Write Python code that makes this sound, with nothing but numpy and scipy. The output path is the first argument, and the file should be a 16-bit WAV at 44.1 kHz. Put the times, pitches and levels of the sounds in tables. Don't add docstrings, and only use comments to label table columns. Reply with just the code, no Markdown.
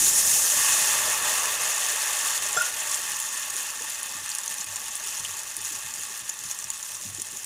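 import sys
import numpy as np
from scipy import signal
from scipy.fft import rfft, irfft, next_fast_len
from scipy.io import wavfile
from scipy.ndimage import uniform_filter1d, map_coordinates

SR = 44100
rng = np.random.default_rng(int(sys.argv[2]) if len(sys.argv) > 2 else 0)


def convert_level_to_amplitude(level_db):
    exponent = np.asarray(level_db, float) / 20
    return 10 ** exponent


def waveform_to_disk(signal):
    frames = np.transpose(np.atleast_2d(signal))
    scaled = np.clip(frames, -1, 1) * 32767
    samples = np.round(scaled).astype(np.int16)
    wavfile.write(sys.argv[1], SR, samples)


N = 328545


def unit(x):
    return x / np.sqrt(np.mean(x ** 2) + 1e-20)


def along(points, hz):
    f, v = np.transpose(points)
    return np.interp(np.log(hz + 1), np.log(f + 1), v)


def curves(rows):
    s, *columns = np.transpose(rows)
    return [np.interp(np.arange(N) / SR, s, column) for column in columns]


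def wobble(rate):
    return map_coordinates(rng.standard_normal(N // 50), [np.arange(N) * rate / SR])


def filtered(x, response):
    m = 2 * next_fast_len(N // 2 + SR // 4)
    return irfft(rfft(x, m) * response(np.fft.rfftfreq(m, 1 / SR)), m)[..., :N]


def coloured(x, spectrum):
    z = rfft(x)
    own = np.sqrt(uniform_filter1d(abs(z) ** 2, size=4000)) + 1e-9
    wanted = convert_level_to_amplitude(along(spectrum, np.fft.rfftfreq(N, 1 / SR)))
    return unit(irfft(z / own * wanted, N))


def patchy(depth_db):
    z = signal.stft(rng.standard_normal(N), nperseg=256)[2]
    field = uniform_filter1d(rng.standard_normal(z.shape), size=5, axis=0)
    field = uniform_filter1d(field, size=8, axis=1)
    return signal.istft(z * convert_level_to_amplitude(depth_db * unit(field)), nperseg=256)[1][:N]


def rings(s, gain, hz, t60, rise, size):
    t = np.arange(size) / SR
    s, gain, hz, t60 = (np.asarray(v)[:, None] for v in (s, gain, hz, t60))
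    wave = gain * np.sin(2 * np.pi * hz * t) * convert_level_to_amplitude(-60 * t / t60) * (1 - np.exp(-t / rise))
    at = np.round(s * SR).astype(int) + np.arange(size)
    return np.bincount(at.ravel(), wave.ravel(), N + SR)[:N]


def bursts(s, gain, t60, rise, size):
    t = np.arange(size) / SR
    power = gain[:, None] ** 2 * convert_level_to_amplitude(-120 * t / t60[:, None]) * (1 - np.exp(-t / rise)) ** 2
    at = np.round(s * SR).astype(int)[:, None] + np.arange(size)
    return np.sqrt(np.bincount(at.ravel(), power.ravel(), N + SR)[:N])


def crowd(count, spread_db, top_db):
    when, first, second, loud = rng.random((count, 4)).T
    size_db = np.minimum(-spread_db * np.log(1 - loud), top_db)
    return when * N / SR, first, second, convert_level_to_amplitude(size_db)


def bubbles(count, low_hz, high_hz, cycles, spread_db, top_db, size):
    s, pitch, life, gain = crowd(count, spread_db, top_db)
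    hz = low_hz * (high_hz / low_hz) ** pitch
    return rings(s, gain, hz, cycles * (.5 + life) / hz, 1e-4, size)


# (time [s], fizz level [dB])
BOIL_LEVEL = [(0, -19.5), (.25, -19.5), (.88, -22.5), (1.0, -24), (1.5, -25.5), (1.8, -26.5), (2.19, -27),
              (2.5, -29), (3.2, -30.5), (3.43, -30.5), (3.8, -33), (4.3, -35), (5.06, -33.5), (5.5, -35.5),
              (6.3, -36.5), (6.8, -37.5), (7.45, -36.5)]
# (time [s], grip on the pan over the fizz [dB], churn over the pan [dB])
POOL_LEVELS = [(0, -17, -12.5), (.46, -15.5, -10), (.6, -9.5, -14.5), (.8, -9, -15), (.95, -7.5, -13),
               (1.13, -6.5, -11), (1.5, -6, -12), (2.1, -6.5, -13.5), (2.6, -7, -12), (3.3, -8, -18),
               (4.0, -7, -16.5), (4.3, -5.5, -21), (4.45, -8, -16), (6.75, -8.5, -18.5), (7.05, -11, -11),
               (7.45, -10.5, -15)]
# (time [s], level change [dB])
LEVEL_SURGES = [(.082, 1.5), (.125, -2), (.19, 1), (.24, -3), (1.22, -2.5), (1.3, 2), (1.584, -5),
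                (2.402, -5), (2.666, 3), (2.72, -5), (3.098, 3), (3.594, 2), (3.637, 2.5), (4.427, -0.5),
                (4.522, 4.5), (4.612, 3.5), (4.652, -7.5), (4.956, -0.5), (5.425, 0), (5.488, 1),
                (5.615, -0.5), (5.662, 3.5), (6.168, 1.5), (6.223, -2), (6.513, 4.5)]
SURGE_S, UNREST_DB = 0.013, 0.64
PAN_FEELS = 0.67


def effort():
    t = np.arange(N) / SR
    surge_db = UNREST_DB * wobble(8.1)
    for s, db in LEVEL_SURGES:
        surge_db = surge_db + db * np.exp(-.5 * ((t - s) / SURGE_S) ** 2)
    boil_db = curves(BOIL_LEVEL)[0]
    grip_db, churn_db = curves(POOL_LEVELS)
    shake_db = boil_db + grip_db + PAN_FEELS * surge_db
    return boil_db + surge_db, shake_db, shake_db + churn_db


# (time [s], share [0-1])
CRACKLE_SHARE = [(0, 0), (1.5, 0.4), (3, 0.64), (5, 0.76), (7.45, 0.7)]
# (frequency [Hz], level [dB per Hz])
FIZZ_COLOUR = [(3000, -9), (4000, -9), (4800, -10.5), (5500, -4), (6500, -4.5), (8000, -5), (10500, -7.5),
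               (11800, -14), (13500, -14), (15600, -17)]
# (frequency [Hz], level [dB per Hz])
STEAM_COLOUR = [(3000, -15.5), (4000, -14.5), (4800, -13), (5500, -7), (6500, -6.5), (8000, -6.5),
                (10500, -7), (11800, -10.5), (13000, -13.5), (14300, -13), (15600, -16)]


def boil(fizz_db, shake_db):
    share = np.clip(curves(CRACKLE_SHARE)[0], 0, 1)
    clump = np.clip(0.83 * wobble(20) + wobble(60) + wobble(170), -3.5, 3)
    steam = filtered(coloured(patchy(depth_db=1.0), STEAM_COLOUR), air_path)
    steam = unit(convert_level_to_amplitude(0.15 * clump) * steam)

    ringing = bubbles(count=12000, low_hz=3100, high_hz=15300, cycles=44, spread_db=2.5, top_db=8, size=240)
    s, life, _, gain = crowd(count=2500, spread_db=0.5, top_db=14.5)
    spits = bursts(s, gain, 0.0019 + 0.011 * life, 5e-5, size=500)
    spray = unit(spits * coloured(rng.standard_normal(N), FIZZ_COLOUR))
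    crackle = filtered(coloured(ringing, FIZZ_COLOUR) + 0.8 * spray, air_path)
    crackle = unit(convert_level_to_amplitude(1.12 * clump) * crackle)
    fizz = convert_level_to_amplitude(fizz_db - 0.57) * (np.sqrt(1 - share) * steam + np.sqrt(share) * crackle)

    glug = bubbles(count=5000, low_hz=680, high_hz=4430, cycles=10, spread_db=0.0, top_db=7.5, size=400)
    drive = unit(patchy(depth_db=1.5)) + 0.31 * unit(glug) + .4 * unit(spits * rng.standard_normal(N))
    pan = unit(filtered(convert_level_to_amplitude(0.31 * clump) * drive, pan_body))
    return fizz + convert_level_to_amplitude(shake_db + 0.69) * pan


# (time [s], peak level [dB], pitch [Hz])
DULL_POPS = [(1.6621, -19, 6830), (1.8485, -18, 7000), (2.081, -16, 6740), (2.5295, -10, 6900),
             (2.6635, -15, 7040), (4.4337, -18, 6900), (4.479, -11.5, 6230), (4.606, -21, 6850),
             (4.759, -11.5, 7270), (4.954, -12, 9600), (5.038, -18, 6850), (5.072, -13.5, 6960),
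             (5.196, -18, 6330), (5.369, -18, 7100), (5.6486, -14, 6650), (5.788, -18, 7130),
             (5.9386, -14.5, 7040), (6.0347, -15.5, 7100), (6.2936, -12, 7000), (6.297, -12, 6900),
             (6.39, -16, 7190), (6.437, -16, 6850), (6.5123, -12, 6640), (6.6246, -18, 5920),
             (6.642, -14.5, 5770), (6.7024, -9, 7000), (6.828, -15, 6950), (6.951, -20, 5970),
             (7.1977, -15.5, 7000), (7.371, -17.5, 6750)]
# (time [s], peak level [dB], pitch [Hz])
BRIGHT_POPS = [(1.4565, -8, 6050), (2.2615, -12, 10100), (2.3603, -22, 6760), (2.4234, -14, 6930),
               (2.4663, -15, 6440), (2.6216, -10, 6890), (2.949, -11, 7050), (3.1192, -11.5, 5940),
               (3.201, -12, 7800), (3.5046, -13, 6570), (3.5658, -13, 6700), (3.902, -15, 10060),
               (4.031, -13.5, 10300), (4.2617, -17, 8500), (4.292, -13, 6700), (4.3505, -12, 6800),
               (4.3854, -12.5, 9190), (4.4608, -15, 8450), (4.5418, -16.5, 7160), (4.6438, -17, 9350),
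               (5.2484, -17, 9500), (5.567, -12, 9900), (5.6162, -16, 9110), (6.0157, -19, 7060),
               (6.589, -16, 7700), (6.8895, -23, 7500), (7.149, -16.5, 7040), (7.2188, -11.5, 6850),
               (7.269, -19, 6500), (7.4446, -16, 8610)]
DULL_SNAP_DB, BRIGHT_SNAP_DB = -11, 2
SMALL_FROM_S, SMALL_OVER_DB, SMALL_SPREAD_DB = 1.2, 12, -2
SMALL_LOW_HZ, SMALL_HIGH_HZ = 6230, 9700


def pop_rows(count):
    when, size, pitch, skin = rng.random((count, 4)).T
    s = SMALL_FROM_S + when * (N / SR - SMALL_FROM_S)
    db = np.interp(s, *np.transpose(BOIL_LEVEL)) + SMALL_OVER_DB + SMALL_SPREAD_DB * (size ** 2 - .5)
    hz = SMALL_LOW_HZ * (SMALL_HIGH_HZ / SMALL_LOW_HZ) ** pitch ** 2
    small = np.c_[s, db, hz, -9 * skin]
    dull = [(*row, DULL_SNAP_DB) for row in DULL_POPS]
    bright = [(*row, BRIGHT_SNAP_DB) for row in BRIGHT_POPS]
    return np.r_[dull + bright, small].T


# (time [s], peak level [dB], pitch [Hz], t60 [s])
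PINGS = [
    (5.251, -19.5, 2970, 0.0057),
    (5.2584, -27, 3200, 0.0071),
    (6.7156, -38, 3000, 0.012),
    (7.3048, -42, 2870, 0.012),
         (4.2804, -32, 5940, 0.014),
    (4.317, -21, 4700, 0.0046),
    (4.584, -28, 5930, 0.011),
]


def pops():
    s, db, hz, snap_db = pop_rows(count=90)
    t60 = 0.0069 * convert_level_to_amplitude(-.5 * (snap_db - 2.0))
    tone = rings(s, convert_level_to_amplitude(db - 5.5), hz, 0.85 * t60, 0.00024, size=600)

    skin_hz = 8000 + 3000 * rng.random(len(s))
    snap = rings(s, convert_level_to_amplitude(db + .5 * snap_db + 1), skin_hz, np.full(len(s), 0.002), 3e-5, size=150)
    snap = filtered(snap, lambda f: air_path(f) * (1j * f / (5600 + 1j * f)) ** 2)

    droplets = unit(filtered(coloured(rng.standard_normal(N), FIZZ_COLOUR), air_path))
    droplets = droplets / np.sqrt(abs(uniform_filter1d(droplets ** 2, size=40)) + .1)
    spray = bursts(s, convert_level_to_amplitude(db + 0.21 * snap_db - 8), 0.7 * t60, 6e-5, size=600) * droplets

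    pan_noise = unit(filtered(rng.standard_normal(N), pan_body))
    knock = bursts(s, convert_level_to_amplitude(db - 27.0), 0.86 * t60, 0.000066, size=600) * pan_noise

    s, db, hz, t60 = np.transpose(PINGS)
    pings = rings(s, convert_level_to_amplitude(db + 8.5), hz, t60, 0.00041, size=1500)
    return walls(tone + snap + spray + knock + pings, t60=.05, wet_db=-9)


TICK_OVER_DB, TICK_GROWS_DB, TICK_LOW_HZ = 15.5, 3.5, 6500


def ticks(fizz_db):
    s, sign, _, gain = crowd(count=420, spread_db=3.5, top_db=11)
    at = (s * SR).astype(int)
    level_db = fizz_db[at] + TICK_OVER_DB + TICK_GROWS_DB * (at / N - 1.5)
    clicks = np.bincount(at, gain * np.sign(sign - .5) * convert_level_to_amplitude(level_db), N)
    clicks = filtered(clicks, lambda f: air_path(f) * (1j * f / (TICK_LOW_HZ + 1j * f)) ** 2)
    return walls(clicks, t60=0.011, wet_db=-6)


PAN_MODE_HZ = [608, 850, 905, 1010, 1110, 1180, 1320, 1420, 1640, 1810, 2060, 2180, 2530, 2610, 2740, 2880,
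               3080, 3200, 3510, 3850, 4340, 4800]
# (width [Hz], level [dB])
PAN_MODES = [(31.2, -15), (55, -8.5), (28.1, -6), (43.4, -8.5), (51, -4.5), (77, -6.5), (58, -9),
             (120, -11.5), (147, -6.5), (170, -1.5), (90.5, -6.5), (165, -12.5), (154, -5), (75.6, -3.5),
             (81.4, -3), (95, -4), (89, -6), (125, -7.5), (171, -4.5), (284, -12.5), (204, -8), (121, -8.5)]


def pan_body(hz):
    power = 0
    for centre, (width, db) in zip(PAN_MODE_HZ, PAN_MODES):
        damping = (hz * width) ** 2
        detuning = (centre * centre - hz * hz) ** 4 / (centre * width) ** 2
        power = power + convert_level_to_amplitude(2 * db) * damping / (detuning + damping)
    cepstrum = irfft(np.log(power + 1e-9) / 2)
    half = len(cepstrum) // 2
    fold = np.r_[1, np.full(half - 1, 2)]
    return np.exp(rfft(cepstrum[:half] * fold, len(cepstrum)))


def walls(x, t60, wet_db):
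    tail = rng.standard_normal(2000) * convert_level_to_amplitude(-60 * np.arange(2000) / SR / t60)
    echo = signal.fftconvolve(np.pad(x, (30, 0)), tail / np.linalg.norm(tail))[:N]
    return x + convert_level_to_amplitude(wet_db) * echo


# (frequency [Hz], width [Hz], level [dB])
AIR_LIFTS = [
    (6050, 70, -5.5),
    (6850, 830, 2.5),
    (8500, 110, -8),
    (9540, 860, -5.5),
]


def air_path(hz):
    lifts = 1
    for centre, width, db in AIR_LIFTS:
        band = 1j * hz * width
        lifts = lifts + convert_level_to_amplitude(db) * band / (centre * centre - hz * hz + band)
    return lifts / np.sqrt(1 + (2700 / (hz + 1)) ** 7)


DREGS_S, DREGS_LAST_S, DREGS_DB, DREGS_HZ, DREGS_WIDE_HZ = 1.26, 0.21, -38.5, 1080, 250


def dregs():
    t = np.arange(N) / SR
    swell = np.exp(-.5 * ((t - DREGS_S) / DREGS_LAST_S) ** 4) * convert_level_to_amplitude(2.3 * wobble(30.3))

    def low_modes(hz):
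        return pan_body(hz) * np.exp(-.5 * ((hz - DREGS_HZ) / DREGS_WIDE_HZ) ** 2)

    return convert_level_to_amplitude(DREGS_DB) * swell * unit(filtered(rng.standard_normal(N), low_modes))


# (time [s], peak level [dB], thud level [dB])
CUP_CONTACTS = [
    (2.565, -20, -12),
    (2.572, -12, -13),
    (2.609, -6, -23),
]
# (frequency [Hz], level [dB], t60 [s])
RIM_MODES = [
    (3420, -13, 0.083),
    (5200, -17, 0.24),
    (5940, -10, 0.081),
    (7450, -4.5, 0.1),
]
CUP_BODY_HZ = [1388, 1407, 1433, 1461, 1504, 1526, 1568]
# (level [dB], t60 [s])
CUP_BODY = [(-1, 0.34), (9.5, 0.22), (-4, 0.25), (1, 0.48), (-21, 0.17), (1, 0.14), (0, .08)]


def cup():
    (land, _, _), (drop, drop_db, thud_db), (rock, rock_db, _) = CUP_CONTACTS
    hz, level_db, t60 = np.transpose(RIM_MODES)
    rim = rings(0 * hz + land, convert_level_to_amplitude(drop_db + level_db - 2.5), hz, t60, 0.0017, size=SR // 4)
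    level_db, t60 = np.transpose(CUP_BODY)
    body = rings(0 * t60 + drop, convert_level_to_amplitude(drop_db + level_db - 15.5), CUP_BODY_HZ, t60, 0.0017, size=SR // 3)
    again = rings([rock], convert_level_to_amplitude([rock_db - 6.5]), [1445], [.07], 0.0055, size=SR // 4)
    thud_gain = convert_level_to_amplitude(drop_db + thud_db + np.array([6.5, 2.5, -6.0, -8.5]))
    thud_hz, thud_t60 = [453, 726, 620, 154], [0.027, 0.069, 0.17, 0.051]
    thud = rings([land, land, drop, drop], thud_gain, thud_hz, thud_t60, 0.0035, size=SR // 4)
    return rim + body + again + thud


# (time [s], peak level [dB], pitch [Hz], boom level [dB])
WORKTOP_THUMPS = [(3.549, -46.5, 430, -71), (3.806, -44, 464, -72), (4.149, -50, 234, -53),
                  (4.503, -57, 186, -74), (4.596, -54, 188, -64), (4.669, -54, 132, -48.5),
                  (5.057, -54, 386, -65), (5.201, -49, 137, -52), (5.272, -53, 142, -52),
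                  (5.348, -60, 390, -55.5), (5.574, -51, 330, -51), (5.708, -49, 315, -57),
                  (5.842, -50.5, 131, -62), (5.982, -53, 345, -59), (6.1, -53, 394, -67),
                  (6.219, -52, 130, -78), (6.45, -49, 137, -74), (6.647, -52, 132, -57),
                  (6.925, -58, 144, -58), (7.051, -44, 193, -41), (7.121, -49, 132, -58),
                  (7.182, -44, 329, -64), (7.326, -51, 313, -64)]
# (delay [s], level [dB], pitch ratio)
THUMP_PARTS = [
    (0, 8.5, 0.99),
    (.004, 0.5, .55),
    (.011, 4.5, 1.25),
    (0.029, 1, 0.68),
    (0.036, -5, 1.13),
]
# frequency [Hz], t60 [s], rise [s]
WORKTOP_BOOM = (98, 0.38, 0.04)


def thumps():
    s, db, hz, boom_db = np.transpose(WORKTOP_THUMPS)
    boom_hz, boom_t60, rise = WORKTOP_BOOM
    puff = 0
    for lag, level_db, ratio in THUMP_PARTS:
        puff = puff + rings(s + lag, convert_level_to_amplitude(db + level_db), ratio * hz, 0 * s + 0.057, 0.0028, size=SR // 8)
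    boom = rings(s, convert_level_to_amplitude(boom_db + 6.5), 0 * s + boom_hz, 0 * s + boom_t60, rise, size=SR // 3)
    return puff + boom


# (frequency [Hz], level [dB per Hz])
GURGLE_COLOUR = [(250, -31), (380, -6), (470, -2.5), (560, -0.5), (610, 5.5), (660, -3), (760, 1.5),
                 (1000, -12), (1450, -8), (2300, -4.5), (3200, -30), (4500, -54)]
# (frequency [Hz], level [dB per Hz])
RUMBLE_COLOUR = [(12, -39), (20, -5), (113, -4), (145, -4), (254, -5), (329, -4.5), (450, -8.5), (580, -38),
                 (990, -120)]
FLARE_DB, FLAME_DB, FLARE_FADE_S = -48.5, -65, 2.05


def pool(gurgle_db):
    flare = np.exp(-np.arange(N) / SR / FLARE_FADE_S)
    rumble_db = FLAME_DB + (FLARE_DB - FLAME_DB) * flare + 1.25 + 1.3 * wobble(9.3)
    gurgle = convert_level_to_amplitude(gurgle_db + 2.5) * coloured(patchy(depth_db=2.0), GURGLE_COLOUR)
    rumble = convert_level_to_amplitude(rumble_db) * coloured(patchy(depth_db=1.5), RUMBLE_COLOUR)
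    return gurgle + rumble


def scene():
    fizz_db, shake_db, gurgle_db = effort()
    water = boil(fizz_db, shake_db) + pops() + ticks(fizz_db) + dregs() + pool(gurgle_db)
    return np.tile(water + cup() + thumps(), (2, 1))


def roll_off(x):
    return signal.sosfilt(signal.butter(12, 15690, fs=SR, output="sos"), x)


CLIP_TOP, CLIP_HARD, MIC_TOP_HZ = 0.41, 6.1, 15560


def record(dry):
    dry = dry / (1 + abs(dry / CLIP_TOP) ** CLIP_HARD) ** (1 / CLIP_HARD)
    trace = convert_level_to_amplitude(-35.5) * dry[0] * wobble(800)
    pair = dry + np.array([trace, -trace])
    mix = filtered(pair, lambda hz: 1 / (1 + (hz / MIC_TOP_HZ) ** 90))
    return roll_off(mix)


dry = scene()
out = record(dry)
waveform_to_disk(out)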